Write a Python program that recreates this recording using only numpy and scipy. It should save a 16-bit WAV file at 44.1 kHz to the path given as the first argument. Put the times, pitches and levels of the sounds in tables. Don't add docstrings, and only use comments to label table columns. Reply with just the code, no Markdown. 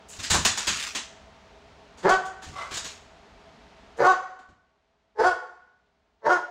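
import sys
import numpy as np
from scipy import signal
from scipy.fft import rfft, irfft, next_fast_len
from scipy.io import wavfile
from scipy.ndimage import uniform_filter1d, minimum_filter1d, map_coordinates

SR = 44100
rng = np.random.default_rng(int(sys.argv[2]) if len(sys.argv) > 2 else 0)


def int16_out(signal):
    q = np.round(np.clip(np.atleast_2d(signal).T, -1, 1) * 32767)
    wavfile.write(sys.argv[1], SR, q.astype(np.int16))


N = 286853

# time of full growl in seconds, growl length in
# seconds, note length in seconds, attack in dB/s, release in dB/s, initial growl pitch in Hz, note pitch in Hz,
# relative growl level in dB, relative note level in dB, growl roughness 0-1,
# time from break to the middle of the clearing in seconds, jaw opening 0-1.
BARKS = [(2.052, .031, .055, 1602, 474, 174.4, 383.9, -15, -14, .25, 0.013, .9),
         (4.003, .031, .068, 1106, 479.5, 236, 377, -16.5, -13.5, .72, .034, 0.93),
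         (5.201, .035, .036, 878.5, 289, 209.9, 373.7, -15, -15, 0.4, 0.008, 0.86),
         (6.263, .025, 0.047, 901, 382, 222.1, 363, -17.5, -14.5, 0.49, .008, 0.66)]
# shut throat as (Hz, dB) pairs, open mouth as (Hz, dB) pairs,
# hiss level in dB, puff level in dB, both relative to the voice.
BARK_COLOURS = [
    ([(180, 11), (400, 3), (750, 1.7), (2450, 7.3)], [(760, 0.8), (1150, 1), (4550, 8)], -23.5, -31.5),
    ([(180, 4.4), (550, 7.5), (900, 1), (2250, 6)], [(750, 0.84), (1150, 4.5), (4400, 15)], -23.5, -49.5),
    ([(180, -10.5), (500, 14), (880, 11)], [(520, 6), (1130, 2.3), (1450, 5.2)], -22.5, -37.5),
    ([(180, 1.4), (590, 12.0), (960, 15.4)], [(1120, 1.4), (1450, 9.4)], -23, -45),
]
# frequency in Hz, relative level in dB.
SHUT_SPECTRUM = [(40, -36.5), (110, -18.5), (180, -15.5), (270, -18.5), (380, -0.5), (520, 2), (680, -7.5),
                 (900, -4.5), (1250, -14), (1750, -10), (2350, -30.5), (3300, -37), (4800, -31.5),
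                 (6500, -38), (9000, -56)]
# frequency in Hz, relative level in dB.
OPEN_SPECTRUM = [(70, -31.5), (200, -36), (280, -17.5), (370, -14.5), (550, -3), (750, 1.5), (1120, -3.5),
                 (1500, -3.5), (1850, -18.5), (2500, -30.5), (3000, -27), (3600, -31.5), (4450, -36.5),
                 (9000, -53.5)]
# frequency in Hz, relative level in dB.
HISS_SPECTRUM = [(1000, -35), (2200, -8.5), (2550, -2), (2750, 1), (3050, 1), (3600, -3), (4050, -2.5),
                 (4450, 2.5), (5300, -3.5), (6100, -2), (7400, -8), (9500, -19.5), (12000, -32),
                 (15500, -30.5)]
# frequency in Hz, relative level in dB.
RASP_SPECTRUM = [(1200, -32.5), (2300, -0.5), (3300, -9), (4600, -4.5), (5500, -3), (6800, -14.5),
                 (10000, -27.5), (15500, -36)]
# frequency in Hz, relative level in dB.
GUST_SPECTRUM = [(25, -22.5), (80, 3), (150, -0.5), (400, -30.5), (2000, -75)]
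# frequency in Hz, relative level in dB.
MUZZLE_SPECTRUM = [(200, -27), (420, -8.5), (650, -3), (900, -6), (1150, 7), (1320, 0), (1550, -8.5),
                   (1880, -16), (2060, -2.5), (2350, -14.5), (4500, -18.5), (8000, -26), (12000, -50.5)]
# start in seconds, relative level in dB, length in seconds,
# brightness in dB per octave, knock of the plank in dB.
CLAWS = [(0.082, -42.5, 0.057, 21, -10), (0.19, -35, .02, -0.5, 4), (0.226, -29, .036, -3, -20.5),
         (0.299, -17, 0.026, 2.5, 11), (0.338, -18.5, 0.021, 2.5, 20.5), (0.449, -14, 0.013, 1, 7),
         (0.573, -24.5, .017, 2, 9), (0.668, -20, 0.025, -0.5, -0.5), (0.947, -26, 0.026, -2, -2.5),
         (1.971, -47.5, .04, 0.5, 14), (2.026, -39.5, 0.033, -6, -3), (2.091, -28, .012, 0.5, 10),
         (2.252, -46, .02, 4.5, -4), (2.418, -40.5, 0.038, -0.5, 7), (2.707, -34.5, .03, -3.5, -3),
         (2.732, -31.5, 0.036, 1, 1), (2.769, -29, 0.014, 2, 11.5), (2.841, -34, .025, -1, -0.5),
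         (3.967, -53, .03, 2.5, 9), (4.389, -54, 0.011, -5, 0), (4.487, -56.5, 0.015, -6, 5)]
# frequency in Hz, relative level in dB.
CLICK_SPECTRUM = [(120, -28.5), (200, -6), (525, -10.5), (1110, -4.5), (1780, -2), (2090, -4.5), (3550, -2),
                  (5800, -5), (6960, -0.5), (10800, -22.5), (15500, -26)]
# time of full strength in seconds, hold in seconds, level in dB.
SLIDES = [(0.124, .135, -48), (.35, 0.057, -36.5), (.6, 0.089, -39.5), (0.731, 0.15, -33.5),
          (2.48, 0.29, -53.5), (2.87, 0.056, -48)]
# frequency in Hz, relative level in dB.
GRAIN_SPECTRUM = [(180, -47), (300, -19), (423, -15), (515, -19), (637, -17.5), (1440, -1.5), (1540, -6),
                  (2440, -1.5), (2690, -0.5), (3170, -4), (6950, -4), (10600, -24), (15000, -31.5)]
# start in seconds, relative level in dB.
PAWS = [(0.187, -43.5), (0.307, -29.5), (0.353, -28.5), (0.453, -40.5), (0.677, -40), (2.467, -44),
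        (2.49, -42), (2.717, -43.5), (2.781, -54), (4.487, -57.5)]
# frequency in Hz, relative level in dB.
PLANK_SPECTRUM = [(20, -19.5), (60, -3.5), (90, 4.5), (125, -2.5), (200, -3.5), (350, -13), (800, -37),
                  (3000, -83)]
# frequency in Hz, mean relative level in dB, 60 dB decay time in seconds.
JOISTS = [(36, -10.5, .2), (62, -3, .25), (80.7, -0.5, 0.26), (145, -10, 0.6), (192.6, -10.5, 0.11)]
# delay in seconds, gain relative to the direct sound.
WALLS = [(.0023, 0.19), (.0052, 0.17), (.0087, 0.13), (0.0132, 0.48), (0.0224, 0.13), (.037, 0.23),
         (.08, .07), (.15, 0.027)]
# frequency in Hz, 60 dB decay time in seconds.
HALL_T60 = [(100, 0.31), (500, 0.17), (1500, .28), (4000, 0.31), (8000, 0.3), (15000, 0.08)]
# frequency in Hz, 60 dB decay time in seconds.
LOUNGE_T60 = [(100, 0.5), (400, 0.56), (750, 0.66), (1100, .7), (1500, 0.77), (2100, 0.78), (4500, 0.63),
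              (7000, 0.63), (15000, .3)]
# frequency in Hz, relative level in dB.
DUCT_SPECTRUM = [(15, -41), (25, -14.5), (69, 1), (112, -12), (219, -6.5), (363, -15), (415, -12.5),
                 (543, -13), (655, -8), (790, -9.5), (903, -12), (4040, -23), (6720, -31.5), (10600, -49.5),
                 (15000, -62)]
# frequency in Hz, level in dB before the common gain of the tones.
FAN_TONES = [(414.5, -62.5), (656.8, -60.5), (904.4, -66.5)]

TOP_HZ = 15750
SCOOP_HZ_PER_S = 1200
BREAK_S, BREAK_DIP_DB, BREAK_ROUGH = .009, 4.5, .3
JAW_S, NOTE_ROUGH = .007, 0.082
SAG_HZ_PER_S, FRAY_PER_S = 650, 5.5
FADE_S, CLOSE_DB_PER_S = .06, 899.5
HUFF_S, HUFF_DB, HUFF_HOLD_S = 2.577, -31, 0.015
HUFF_ATTACK_DB_PER_S, HUFF_RELEASE_DB_PER_S = 590, 207
SLIDE_ATTACK_DB_PER_S, SLIDE_RELEASE_DB_PER_S = 449.5, 169
AIR_DB, SINK_START_S, SINK_LENGTH_S, SINK_DB = -53.5, 3.93, 0.6, 18


def barks():
    track = np.zeros(N)
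    for row, (throat, mouth, hiss_db, puff_db) in zip(BARKS, BARK_COLOURS):
        track += bark(row, throat, mouth, hiss_db, puff_db)
    return track


def bark(row, throat, mouth, hiss_db, puff_db, jitter=0.046, shimmer_db=5, doubling=0.55, breath=1.0):
    t, pitch_hz, db, rough, jaw = gesture(row)
    unsteady = 1 + jitter * rough * wobble(260, t) + 0.0095 * wobble(90, t)
    phase = 2 * np.pi * np.cumsum(pitch_hz * unsteady) / SR
    folds = sum(np.cos(k * phase) for k in range(1, 21)) / np.sqrt(10)
    folds = folds * amp(shimmer_db * rough * wobble(220, t)) * (1 + doubling * rough * np.cos(phase / 2))
    air = rng.standard_normal(len(t)) * (1 + 0.24 * np.cos(phase))
    source = np.sqrt(1 - rough) * folds + breath * np.sqrt(rough) * air

    shut = unit(coloured(source, lambda hz: along(SHUT_SPECTRUM, hz) + peaks(hz, throat, width_hz=48)))
    wide = unit(coloured(source, lambda hz: along(OPEN_SPECTRUM, hz) + peaks(hz, mouth, width_hz=75)))
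    voice = (1 - jaw) * shut + jaw * wide
    voice /= np.sqrt(np.abs(uniform_filter1d(voice ** 2, size=500)) + 1e-6)

    spit = coloured(air * amp(2.7 * wobble(120, t)), lambda hz: uneven(hz, depth_db=3.5))
    teeth = jaw * shaped(spit, HISS_SPECTRUM)
    rasp = .5 * (1 - jaw) * shaped(spit, RASP_SPECTRUM)
    puff = amp(puff_db) * shaped(air, GUST_SPECTRUM)
    sound = (voice + amp(hiss_db) * (teeth + rasp) + puff) * amp(db - 1.5)
    track = np.zeros(N)
    add(track, t[0], house(sound, hall_db=-4.5, lounge_db=-17))
    return track


def gesture(row):
    (s, growl_s, note_s, attack_db_per_s, release_db_per_s, growl_hz, note_hz,
     growl_db, note_db, growl_rough, clear_s, opening) = row
    age = np.arange(-SR // 20, SR // 5) / SR
    since_break = age - growl_s
    fading = np.maximum(since_break - note_s, 0)
    risen = passage(since_break / BREAK_S)
    crack = (4 * risen * (1 - risen)) ** 2

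    scoop_hz = growl_hz + SCOOP_HZ_PER_S * np.clip(age, 0, growl_s)
    sag_hz = SAG_HZ_PER_S * np.minimum(fading, FADE_S)
    pitch_hz = scoop_hz + (note_hz - scoop_hz) * risen - sag_hz

    db = growl_db + (note_db - growl_db) * risen - BREAK_DIP_DB * crack
    db += swell(age, growl_s + note_s, attack_db_per_s, release_db_per_s)
    db -= CLOSE_DB_PER_S * np.maximum(fading - FADE_S, 0)

    cleared = passage((since_break - clear_s) / BREAK_S)
    rough = growl_rough + (NOTE_ROUGH - growl_rough) * cleared
    rough += BREAK_ROUGH * crack + FRAY_PER_S * fading
    jaw = opening * passage(since_break / JAW_S)
    return s + age, pitch_hz, db, np.clip(rough, 0, 1), np.clip(jaw, 0, 1)


def huff(flutter_db=4):
    age = np.arange(-SR // 20, SR // 5) / SR
    breath = rng.standard_normal(len(age)) * amp(flutter_db * wobble(170, age))
    air = shaped(breath, MUZZLE_SPECTRUM)
    db = HUFF_DB + swell(age, HUFF_HOLD_S, HUFF_ATTACK_DB_PER_S, HUFF_RELEASE_DB_PER_S)
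    track = np.zeros(N)
    add(track, HUFF_S + age[0], house(air * amp(db), hall_db=-3.5, lounge_db=-11.5))
    return track


def claws(t, grain_db=5, knock_hz=650, softness_per_s=9, patchy_db=2, hall_db=0, lounge_db=-15):
    track = np.zeros(N)
    age = t[:SR // 6]
    for s, db, length_s, bright, knock_db in CLAWS:
        rise_s = softness_per_s * length_s ** 2
        force = (1 - np.exp(-age / rise_s)) * np.exp(-(age / length_s) ** 2)
        ticks = force * unit(rng.standard_normal(len(age)) * amp(grain_db * wobble(900, age)))
        step = amp(hall_db) * tail(HALL_T60, build_s=1.3 * rise_s)
        step += amp(lounge_db) * tail(LOUNGE_T60, build_s=0.077)
        add(step, 0, 0.43 * ticks / np.linalg.norm(ticks))

        def colour_db(hz):
            tilt = bright * np.log2(np.clip(hz, 300, 8000) / 3000)
            knock = peaks(hz, [(knock_hz, knock_db)], width_hz=750)
            return along(CLICK_SPECTRUM, hz) + tilt + knock + uneven(hz, patchy_db)

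        step = coloured(step, colour_db)
        add(track, s, amp(db + 4.0) * np.linalg.norm(force) * step / np.linalg.norm(step))
    return track


def scraping(t, catch_db=3, patchy_db=2):
    z = signal.stft(rng.standard_normal(N), nperseg=512)[2]
    patches = uniform_filter1d(rng.standard_normal(z.shape), size=5, axis=0)
    patches = uniform_filter1d(patches, size=10, axis=1)
    slide = signal.istft(z * amp(patchy_db * unit(patches)), nperseg=512)[1][:N]
    strokes_db = [db + swell(t - s, hold_s, SLIDE_ATTACK_DB_PER_S, SLIDE_RELEASE_DB_PER_S)
                  for s, hold_s, db in SLIDES]
    catching = slide * amp(catch_db * wobble(400, t))
    return amp(np.max(strokes_db, axis=0)) * shaped(catching, GRAIN_SPECTRUM)


def paws(t, life_s=0.072, thud_db=-3):
    track = np.zeros(N)
    age = t[:SR // 2]
    for s, db in PAWS:
        ring = np.zeros(len(age))
        for hz, mode_db, t60_s in JOISTS:
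            decay_db = mode_db + rng.normal(0, 1.4) - 60 * age / t60_s
            ring += amp(decay_db) * np.sin(2 * np.pi * hz * age)
        thud = amp(thud_db) * shaped(rng.standard_normal(len(age)), PLANK_SPECTRUM) * np.exp(-age / life_s)
        add(track, s, amp(db) * (ring + thud) * (1 - np.exp(-age / 0.0017)))
    return track


def house(x, hall_db, lounge_db, scatter_hz=2500):
    rings = amp(hall_db) * tail(HALL_T60, build_s=0.0015) + amp(lounge_db) * tail(LOUNGE_T60, build_s=0.077)
    out = signal.fftconvolve(x, rings)
    direct = x / np.sqrt(1 + sum(gain ** 2 for _, gain in WALLS))
    add(out, 0, direct)
    dull = signal.sosfilt(signal.butter(2, scatter_hz, fs=SR, output="sos"), direct)
    for delay_s, gain in WALLS:
        add(out, delay_s, gain * dull)
    return out


def tail(t60_points, build_s):
    hz, t, z = signal.stft(rng.standard_normal(SR * 4 // 5), SR, nperseg=256)
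    decay_db = -60 * t / along(t60_points, hz)[:, None]
    ring = signal.istft(z * amp(decay_db), SR, nperseg=256)[1]
    ring *= 1 - np.exp(-np.arange(len(ring)) / SR / build_s)
    return ring / np.linalg.norm(ring)


def ventilation(t, tones_gain_db=52):
    tones = np.zeros(N)
    for hz, db in FAN_TONES:
        waver = wobble(35, t) + 1j * wobble(35, t)
        tones += amp(db + tones_gain_db) * np.real(waver * np.exp(2j * np.pi * hz * t))
    sunk = np.clip((t - SINK_START_S) / SINK_LENGTH_S, 0, 1)
    return amp(AIR_DB - SINK_DB * sunk) * (shaped(rng.standard_normal(N), DUCT_SPECTRUM) + tones)


def amp(db):
    return 10 ** (np.asarray(db) / 20)


def unit(x):
    return x / np.sqrt(np.mean(x ** 2) + 1e-20)


def along(points, hz):
    f, v = np.transpose(points)
    return np.interp(np.log(hz + 1), np.log(f), v)


def wobble(knots_per_s, t):
    knots = (t - t[0]) * knots_per_s
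    return map_coordinates(rng.standard_normal(4096), [knots], mode="wrap")


def coloured(x, gain_db):
    size = 8192
    cepstrum = irfft(gain_db(np.fft.rfftfreq(size, 1 / SR)) * np.log(10) / 20)
    cepstrum[1:size // 2] *= 2
    cepstrum[size // 2 + 1:] = 0
    return signal.fftconvolve(x, irfft(np.exp(rfft(cepstrum))))[:len(x)]


def shaped(x, spectrum):
    return unit(coloured(x, lambda hz: along(spectrum, hz)))


def peaks(hz, resonances, width_hz):
    return sum(db / (1 + ((hz - centre_hz) / width_hz) ** 2) for centre_hz, db in resonances)


def uneven(hz, depth_db):
    bumps_db = depth_db * rng.standard_normal(size=64)
    return np.interp(hz, np.linspace(0, TOP_HZ, len(bumps_db)), bumps_db)


def swell(age, hold_s, attack_db_per_s, release_db_per_s):
    return -attack_db_per_s * np.maximum(-age, 0) - release_db_per_s * np.maximum(age - hold_s, 0)


def passage(x):
    return (1 + np.tanh(x / 2)) / 2


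def add(track, s, sound):
    part = track[max(round(s * SR), 0):][:len(sound)]
    part += sound[:len(part)]


def scene():
    t = np.arange(N) / SR
    return (barks() + huff() + claws(t) + scraping(t) + paws(t) + ventilation(t))[None]


def record(dry, ceiling=.47):
    needed = np.minimum(1, ceiling / (np.abs(dry) + 1e-9))
    gain = uniform_filter1d(minimum_filter1d(needed, size=200), size=150)
    size = next_fast_len(N + SR // 2)
    kept = np.fft.rfftfreq(size, 1 / SR) < TOP_HZ
    return irfft(rfft(dry * gain, size) * kept, size)[..., :N]


dry = scene()
out = record(dry)
int16_out(out)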